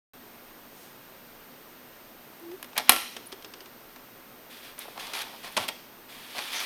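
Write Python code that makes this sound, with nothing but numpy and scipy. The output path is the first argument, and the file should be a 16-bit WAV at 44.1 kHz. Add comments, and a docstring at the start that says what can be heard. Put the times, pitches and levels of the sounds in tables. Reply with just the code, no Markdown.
"""A table in a small room, a camera's microphone close to a mousetrap of plastic toy bricks.
A dropped ring trips the catch, the holding bar flies back, the hammer snaps shut and the bar bounces
to rest; each blow makes the loose bricks chatter. A cloth puppet then shoves the trap, and its base
rasps over the table in tiny slips. Behind it all are room air, short wall echoes, faint hum and hiss
and the camera's thin whine. The camera overloads on the snap."""
import sys
import numpy as np
from scipy import signal
from scipy.fft import rfft, irfft
from scipy.io import wavfile

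SR = 44100
rng = np.random.default_rng(int(sys.argv[2]) if len(sys.argv) > 2 else 0)


def inscribe(sig):
    """Save sig as 16-bit PCM at rate SR to the path in sys.argv[1].

    A 1-D sig is mono; a 2-D sig holds one channel per row.
    Samples are clipped to [-1, 1] before scaling.
    """
    pcm = np.round(np.clip(np.atleast_2d(sig).T, -1, 1) * 32767)
    wavfile.write(sys.argv[1], SR, pcm.astype(np.int16))


N = 293265
T = np.arange(N) / SR
TOP_HZ = 17000  # upper limit of the camera's sound


def undb(db):
    """Decibels to gain."""
    return 10 ** (np.asarray(db) / 20)


def unit(x):
    """Scale to rms 1."""
    return x / np.sqrt(np.mean(x ** 2))


def at(points, hz):
    """Read (frequency, value) points on a log-frequency axis."""
    freqs, values = np.transpose(points)
    return np.interp(np.log(np.maximum(hz, 1)), np.log(freqs), values)


def band(x, lo_hz, hi_hz, order=3):
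    """Causal band-pass."""
    sos = signal.butter(order, [lo_hz, min(hi_hz, SR / 2 - 100)], "band", fs=SR, output="sos")
    return signal.sosfilt(sos, x + 1e-18)


def noise(lo_hz, hi_hz, order):
    """A band of noise at rms 1."""
    return unit(band(rng.standard_normal(N), lo_hz, hi_hz, order))


def through(x, response):
    """Pass a sound through an impulse response."""
    return signal.fftconvolve(x, response)[:N]


def colour(points, size=4096):
    """Minimum-phase impulse response of a (frequency [Hz], level [dB]) spectrum."""
    hz = np.arange(size // 2 + 1) * SR / size
    cepstrum = irfft(np.log(undb(at(points, hz))))
    cepstrum[1:size // 2] *= 2
    cepstrum[size // 2 + 1:] = 0
    return irfft(np.exp(rfft(cepstrum)))


def resonate(x, peaks):
    """Lift a sound by adding a band of it at each resonance."""
    return x + sum(undb(db) * band(x, hz - width / 2, hz + width / 2, order=1) for hz, width, db in peaks)


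def decay(t, t60):
    """Fall by 60 dB every t60 seconds."""
    return np.exp(-np.log(1000) * t / t60)


def envelope(start, length, attack_s, release_s):
    """Rise in a straight line, hold, then die away with the release time constant."""
    return np.clip((T - start) / attack_s, 0, 1) * np.exp(-np.maximum(T - start - length, 0) / release_s)


# the empty room at the microphone: (frequency [Hz], relative level [dB])
AIR_SPECTRUM = [(15, -38), (25, 7.5), (39, -17), (85, -15.5), (241, -2), (274, -3), (492, -4), (862, -6.5),
                (979, -7), (1400, -8), (5670, -19), (7130, -22), (8310, -23), (11000, -24.5), (14300, -50),
                (22000, -120)]
# bands of steady background noise: low hum, high hiss and a narrow hiss around the whine:
# (centre [Hz], width [Hz], level [dB])
NOISE_BANDS = [(129.3, 28, -72), (245, 20.5, -64), (12300, 450, -64.5), (14000, 4300, -67),
               (14620, 220, -76)]

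def background(air_db=-51.5):
    """Steady room air with a low hum and a high hiss."""
    air = undb(air_db) * unit(through(rng.standard_normal(N), colour(AIR_SPECTRUM)))
    bands = sum(undb(db) * noise(hz - width / 2, hz + width / 2, order=1) for hz, width, db in NOISE_BANDS)
    return air + bands


def whine(upper_hz=14462, upper_db=-57, lower_hz=8183, lower_db=-73, frame_hz=29.97):
    """Two thin electronic tones inside the camera; the upper one restarts with every picture frame."""
    upper = undb(upper_db) * np.sin(2 * np.pi * upper_hz * (T % (1 / frame_hz)))
    lower = undb(lower_db) * np.sin(2 * np.pi * lower_hz * T)
    return np.sqrt(2) * (upper + lower)


# notches of the microphone port: (centre [Hz], width [Hz])
PORT_NOTCHES = [(7230, 270), (7870, 380)]
# its resonance: (centre [Hz], width [Hz], added level [dB])
PORT_RESONANCE = [(8043, 202, -0.5)]

def mic_port(x):
    """The microphone opening cancels two narrow treble bands and rings just above them."""
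    for hz, width in PORT_NOTCHES:
        x = signal.lfilter(*signal.iirnotch(hz, hz / width, fs=SR), x)
    return resonate(x, PORT_RESONANCE)


# decay of the small room: (frequency [Hz], t60 [s])
ECHO_DECAY = [(200, 0.24), (1000, 0.48), (3500, 0.66), (6000, 0.78), (10000, 0.5), (13000, 0.4),
              (16000, 0.3)]
# its echoes against the direct sound: (frequency [Hz], relative level [dB])
ECHO_SPECTRUM = [(200, -6.5), (1000, -12), (3000, -12), (5500, -10), (9500, -15.5), (11500, -14.5),
                 (13500, -13.5)]

def room(x, build_s=0.0034, wet_db=0.16):
    """Diffuse echoes off the near walls build up quickly and linger longest around 6 kHz."""
    t, tail = T[:SR], 0
    edges = np.linspace(np.sqrt(100), np.sqrt(TOP_HZ), 41) ** 2
    for lo, hi in zip(edges, edges[1:]):
        hz = np.sqrt(lo * hi)
        shape = (1 - np.exp(-(t / build_s) ** 2)) * decay(t, at(ECHO_DECAY, hz))
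        echoes = band(rng.standard_normal(SR), lo, hi)
        tail = tail + undb(at(ECHO_SPECTRUM, hz)) * echoes * shape / np.linalg.norm(shape)
    return undb(wet_db) * through(x, tail)


def soft_tone(start_s=2.408, length_s=0.14, end_db=-39, swell_db_per_s=68,
              held_hz=339, bend_at_s=2.502, bend_hz_per_s=820):
    """A faint tone just before the catch trips: it swells at one pitch, then bends up and fades."""
    elapsed = np.clip(T - start_s, 0, length_s)
    swell = undb(end_db - swell_db_per_s * (length_s - elapsed))
    gain = swell * envelope(start_s, length_s, attack_s=0.015, release_s=0.0085)
    hz = held_hz + bend_hz_per_s * np.maximum(T - bend_at_s, 0)
    return np.sqrt(2) * gain * np.sin(2 * np.pi * np.cumsum(hz) / SR)


# cloth and turning pivots: (time [s], half length [s], level [dB], low edge [Hz], high edge [Hz])
BRIEF_RUBS = [(0.823, 0.095, -57, 2500, 11000), (2.769, 0.0064, -33, 1400, 2950),
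              (2.887, 0.0097, -36, 1190, 3470), (6.579, 0.0375, -39, 5450, 6400)]

def rubs():
    """Smooth surfaces brush past each other: short swells of friction noise."""
    return sum(undb(db) * np.exp(-((T - s) / half_length) ** 2) * noise(lo, hi, order=2)
               for s, half_length, db, lo, hi in BRIEF_RUBS)


def chatter(hits, tick_life=0.52, knock_life=1.87, knock_lag_s=0.00035):
    """Hits rattle the loose bricks: knock, clack and tick forces. Each life multiplies the hit's t60."""
    forces, t = np.zeros((3, N)), T[:SR // 10]
    for s, clack_db, knock_db, tick_db, rise_s, t60 in hits:
        start = int(s * SR)
        rattle = rng.choice([-1., 1.], (3, len(t)))
        # the heavy base answers late and long, the hard edges at once and briefly
        parts = [(knock_db, knock_life, knock_lag_s), (clack_db, 1, 0), (tick_db, tick_life, 0)]
        for k, (db, life, lag_s) in enumerate(parts):
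            peak_s = max(rise_s + lag_s, 1 / SR)
            shape = np.minimum(t / peak_s, 1) * decay(np.maximum(t - peak_s, 0), t60 * life)
            forces[k, start:start + len(t)] += (undb(db) * shape * rattle[k])[:N - start]
    return forces


def plastic(forces, spectrum, base_hz=1150, edge_hz=7000):
    """The base knocks, the bricks clack and their edges tick, in the colour of the driven part."""
    body, sound = colour(spectrum), 0
    for force, (lo, hi) in zip(forces, [(35, base_hz), (base_hz, edge_hz), (edge_hz, TOP_HZ)]):
        response = band(body, lo, hi)
        sound = sound + through(force, response / np.linalg.norm(response))
    return sound


def thud(s=5.576, db=-43, rise_s=0.0054, t60=.26):
    """The tilted base drops back flat and the tabletop booms briefly."""
    boom = noise(lo_hz=95, hi_hz=260, order=2)
    return undb(db) * boom * envelope(s, rise_s, rise_s, t60 / np.log(1000))


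# the puppet's nose meets the base: (time [s], level [dB])
NOSE_BUMPS = [(4.854, -36.5), (4.8815, -34.5), (4.8875, -41)]
# the bricks under a soft bump: (frequency [Hz], relative level [dB])
BUMP_SPECTRUM = [(100, -25), (300, -17), (460, 4), (750, -3), (1050, -5.5), (1600, -7.5), (4000, -18),
                 (12000, -24)]

def nose_bumps(clack_db=-19, tick_db=-26, rise_s=0.00047, t60=0.0148):
    """The padded nose gives nearly all knock."""
    hits = [(s, db + clack_db, db, db + tick_db, rise_s, t60) for s, db in NOSE_BUMPS]
    return plastic(chatter(hits), BUMP_SPECTRUM)


def friction(slips_per_s, spread_db, fibre_db, judder_db=0.05, judder_hz=110):
    """Dense little slips of uneven size over the smooth rub of cloth, with a trace of judder."""
    sizes = undb(spread_db * np.minimum(rng.exponential(size=N), 4))
    slipping = rng.random(N) < slips_per_s / SR
    slips = unit(slipping * sizes * rng.choice([-1, 1], N))
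    judder = noise(25, judder_hz, order=2)
    fibres = undb(fibre_db) * rng.standard_normal(N)
    return unit(slips + fibres) * undb(judder_db * judder)


# the trap slides: (time [s], length [s], rasp level [dB], weight on the table re rasp [dB])
TRAP_SHOVES = [(4.945, 0.043, -52.5, 6), (4.986, 0.0701, -41.5, -9), (5.062, 0.073, -46.5, -3.5),
               (5.132, 0.085, -35, -9), (5.237, 0.125, -50.5, -1), (5.424, 0.0562, -42.5, -6.5),
               (5.574, 0.071, -38, -5), (6.342, 0.061, -40, -2.5), (6.405, .11, -40, -14.5),
               (6.515, .125, -35, -13)]
# the puppet's cloth brushes it: (time [s], length [s], level [dB])
CLOTH_STROKES = [(4.49, .11, -50.5), (4.62, .07, -50.5), (4.788, 0.029, -44), (4.875, 0.073, -57),
                 (5.355, 0.084, -53), (5.496, 0.096, -50.5), (6.079, 0.207, -49), (6.29, 0.11, -49)]
# the sliding contact: (frequency [Hz], relative level [dB])
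SCRAPE_SPECTRUM = [(100, -50), (400, -8.5), (800, 0.5), (1400, -1), (2300, 2), (3400, 1), (4800, -2.5),
                   (6300, -11.5), (9000, -13.5), (11500, -11.5), (13500, -18), (16500, -27)]
# resonances of the sliding base: (centre [Hz], width [Hz], added level [dB])
BASE_RESONANCES = [(674, 50, -10), (910, 34, -7.5), (2396, 38, -6), (3390, 270, -7.5)]

def sliding(shove_grit_db=-8, stroke_weight_db=-16, stroke_grit_db=-6.5):
    """Shoves grind the base on the table, strokes only brush it; weight sets the bass, grit the treble."""
    shoves = strokes = 0
    for s, length, db, weight_db in TRAP_SHOVES:
        gains = undb([db + weight_db, db, db + shove_grit_db])
        shoves += np.outer(gains, envelope(s, length, attack_s=0.0172, release_s=0.018))
    for s, length, db in CLOTH_STROKES:
        gains = undb([db + stroke_weight_db, db, db + stroke_grit_db])
        strokes += np.outer(gains, envelope(s, length, attack_s=0.021, release_s=0.043))
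    grind = shoves * friction(slips_per_s=1800, spread_db=2, fibre_db=-2.5)
    brush = strokes * friction(slips_per_s=4000, spread_db=3, fibre_db=4)
    return resonate(plastic(grind + brush, SCRAPE_SPECTRUM), BASE_RESONANCES)


def hinge_squeak(s=3.2715, width_s=0.005, db=-42, from_hz=9500, to_hz=10700, roughness=0.039):
    """The pin of the swinging bar sticks and slips in one tiny rising squeak."""
    progress = (T - s) / width_s
    jitter = 1 + roughness * noise(100, 1500, order=1)
    hz = np.interp(progress, [-1, 1], [from_hz, to_hz]) * jitter
    return undb(db) * np.sqrt(2) * np.exp(-progress ** 2) * np.sin(2 * np.pi * np.cumsum(hz) / SR)


def bounces(s=3.1655, landing_db=-34, count=6, first_hop_s=.1595, restitution=.756, hop_loss_db=2,
            knock_db=-5.5, tick_db=-9, rise_s=0.00037, t60=0.04):
    """The bar hops on the table; each hop keeps a share of the speed and so of the flight time."""
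    hits = []
    for hop in range(count):
        db = landing_db - hop_loss_db * hop
        hits.append((s, db, db + knock_db, db + tick_db, rise_s, t60))
        s += first_hop_s * restitution ** hop
    return hits


# jolts of the loose bar: (time [s], level [dB])
BAR_JOLTS = [(3.169, -43), (3.319, -41), (3.423, -45.5), (4.996, -35.5), (5.068, -36), (5.1343, -29.5)]

def jolts(knock_db=-17, tick_db=-6, rise_s=0.00087, t60=0.037):
    """The bar clicks in the play of its hinge."""
    return [(s, db, db + knock_db, db + tick_db, rise_s, t60) for s, db in BAR_JOLTS]


# the holding bar from close by: (frequency [Hz], relative level [dB])
BAR_SPECTRUM = [(150, -14), (380, 5.5), (650, -6.5), (1200, -0.5), (2000, 1), (3300, 7), (4300, 1),
                (5200, 4.5), (6200, -1), (7200, -3), (9000, -1), (14000, -15)]

def holding_bar():
    """The freed bar clatters on the table and clicks and squeaks in its hinge."""
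    forces = chatter(bounces() + jolts(), knock_life=2.3, knock_lag_s=0.00094)
    return plastic(forces, BAR_SPECTRUM) + hinge_squeak()


# light touches of brick edges: (time [s], level [dB])
EDGE_TICKS = [(2.397, -47.5), (3.259, -44), (4.7902, -29.5), (5.523, -43.5), (5.585, -39)]

def edge_ticks(clack_db=-16, knock_db=-20, rise_s=0.00035, t60=0.0403):
    """Brick edges touch with hardly any body."""
    return [(s, db + clack_db, db + knock_db, db, rise_s, t60) for s, db in EDGE_TICKS]


# catch, bar, hammer and base strike: (time [s], level [dB], hardness [0-1], rattle t60 [s])
TRAP_BLOWS = [(2.514, -45.5, 0.2, 0.039), (2.628, -33, .98, 0.018), (2.644, -41, 0.8, 0.031),
              (2.7313, -45.5, 0, 0.0177), (2.754, -46, 0, .05), (2.7655, -34, 0.1, 0.047),
              (2.7775, -17, 0.84, 0.047), (2.797, -30.5, 0.1, 0.019), (2.803, -32.5, 0.2, 0.025),
              (2.8937, -3, 1, 0.028), (2.920, -16, 0.9, 0.019), (2.931, -24.5, 0.4, .035),
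              (2.962, -20.5, .55, 0.014), (3.96, -45, 0.26, .03), (4.779, -43, 0.1, 0.054),
              (4.9769, -35.5, 0.26, 0.018), (5.219, -29.5, 0.97, .015), (5.444, -38, 0.06, 0.025),
              (5.566, -22, 0.6, 0.068), (5.574, -17.5, 0.22, 0.024), (5.681, -30, 0.78, 0.051),
              (5.6858, -25.5, 0.81, 0.0423), (6.381, -30, 0.43, 0.046), (6.389, -27.5, 0.6, .026),
              (6.544, -32, 0.26, .013), (6.602, -29, 0.79, .024)]

def blows(soft_knock_db=.5, hard_knock_db=-14.5, soft_tick_db=-30, hard_tick_db=2.5, rise_share=0.029):
    """A harder blow starts faster, ticks more and knocks less."""
    hits = []
    for s, db, hardness, t60 in TRAP_BLOWS:
        knock_db = db + np.interp(hardness, [0, 1], [soft_knock_db, hard_knock_db])
        tick_db = db + np.interp(hardness, [0, 1], [soft_tick_db, hard_tick_db])
        rise_s = rise_share * t60 * (1 - hardness ** 3)
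        hits.append((s, db, knock_db, tick_db, rise_s, t60))
    return hits


# modes of base, hammer and spring: (frequency [Hz], relative level [dB], t60 [s])
TRAP_MODES = [(254.4, 6, 0.4), (339, 0, 0.277), (696, -1, 0.053), (810, -1, 0.37), (1274, -13, 0.35),
              (1360, 9, 0.36), (1887, 5.5, 0.24), (2450, -15, 0.18), (2660, -14, 0.34), (2960, -11, .25),
              (3005, -6.5, 0.74), (3850, 1, 0.27), (5120, 7, .15), (5100, -2, 0.15), (11850, -5, .16)]

def ringing(ring_db=-35):
    """Each of the trap's blows leaves the base, hammer and spring ringing faintly."""
    kicks, t = np.zeros(N), T[:SR]
    for s, db, *_ in TRAP_BLOWS:
        kicks[int(s * SR)] = undb(db)
    ring = sum(undb(db) * decay(t, t60) * np.sin(2 * np.pi * hz * t) for hz, db, t60 in TRAP_MODES)
    return undb(ring_db) * through(kicks, ring)


# the brick body from close by: (frequency [Hz], relative level [dB])
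BODY_SPECTRUM = [(70, -16.5), (140, -26.5), (250, -5.5), (420, -8.5), (720, 1.5), (1000, 1.5), (1500, -1.5),
                 (2200, 4), (3200, 3), (4800, -1), (6500, -6.5), (9500, 1.5), (12000, 5.5), (13500, 0),
                 (16000, -12.5)]

def trap():
    """The hammer's snap and the lesser blows and ticks sound through the brick body."""
    return plastic(chatter(blows() + edge_ticks()), BODY_SPECTRUM)


def scene():
    """Trap and puppet close to one microphone, the small room behind them."""
    close = trap() + holding_bar() + nose_bumps() + sliding() + rubs()
    at_mic = mic_port(close + room(close) + ringing() + background())
    return (at_mic + thud() + soft_tone() + whine())[None]


def record(dry):
    """The camera's sound starts a moment late, overloads at full scale and loses the top."""
    start_s = .135
    sound = np.clip(dry, -1, 1) * (T > start_s)
    return signal.sosfilt(signal.ellip(8, .2, 80, TOP_HZ, fs=SR, output="sos"), sound)


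dry = scene()
out = record(dry)
inscribe(out)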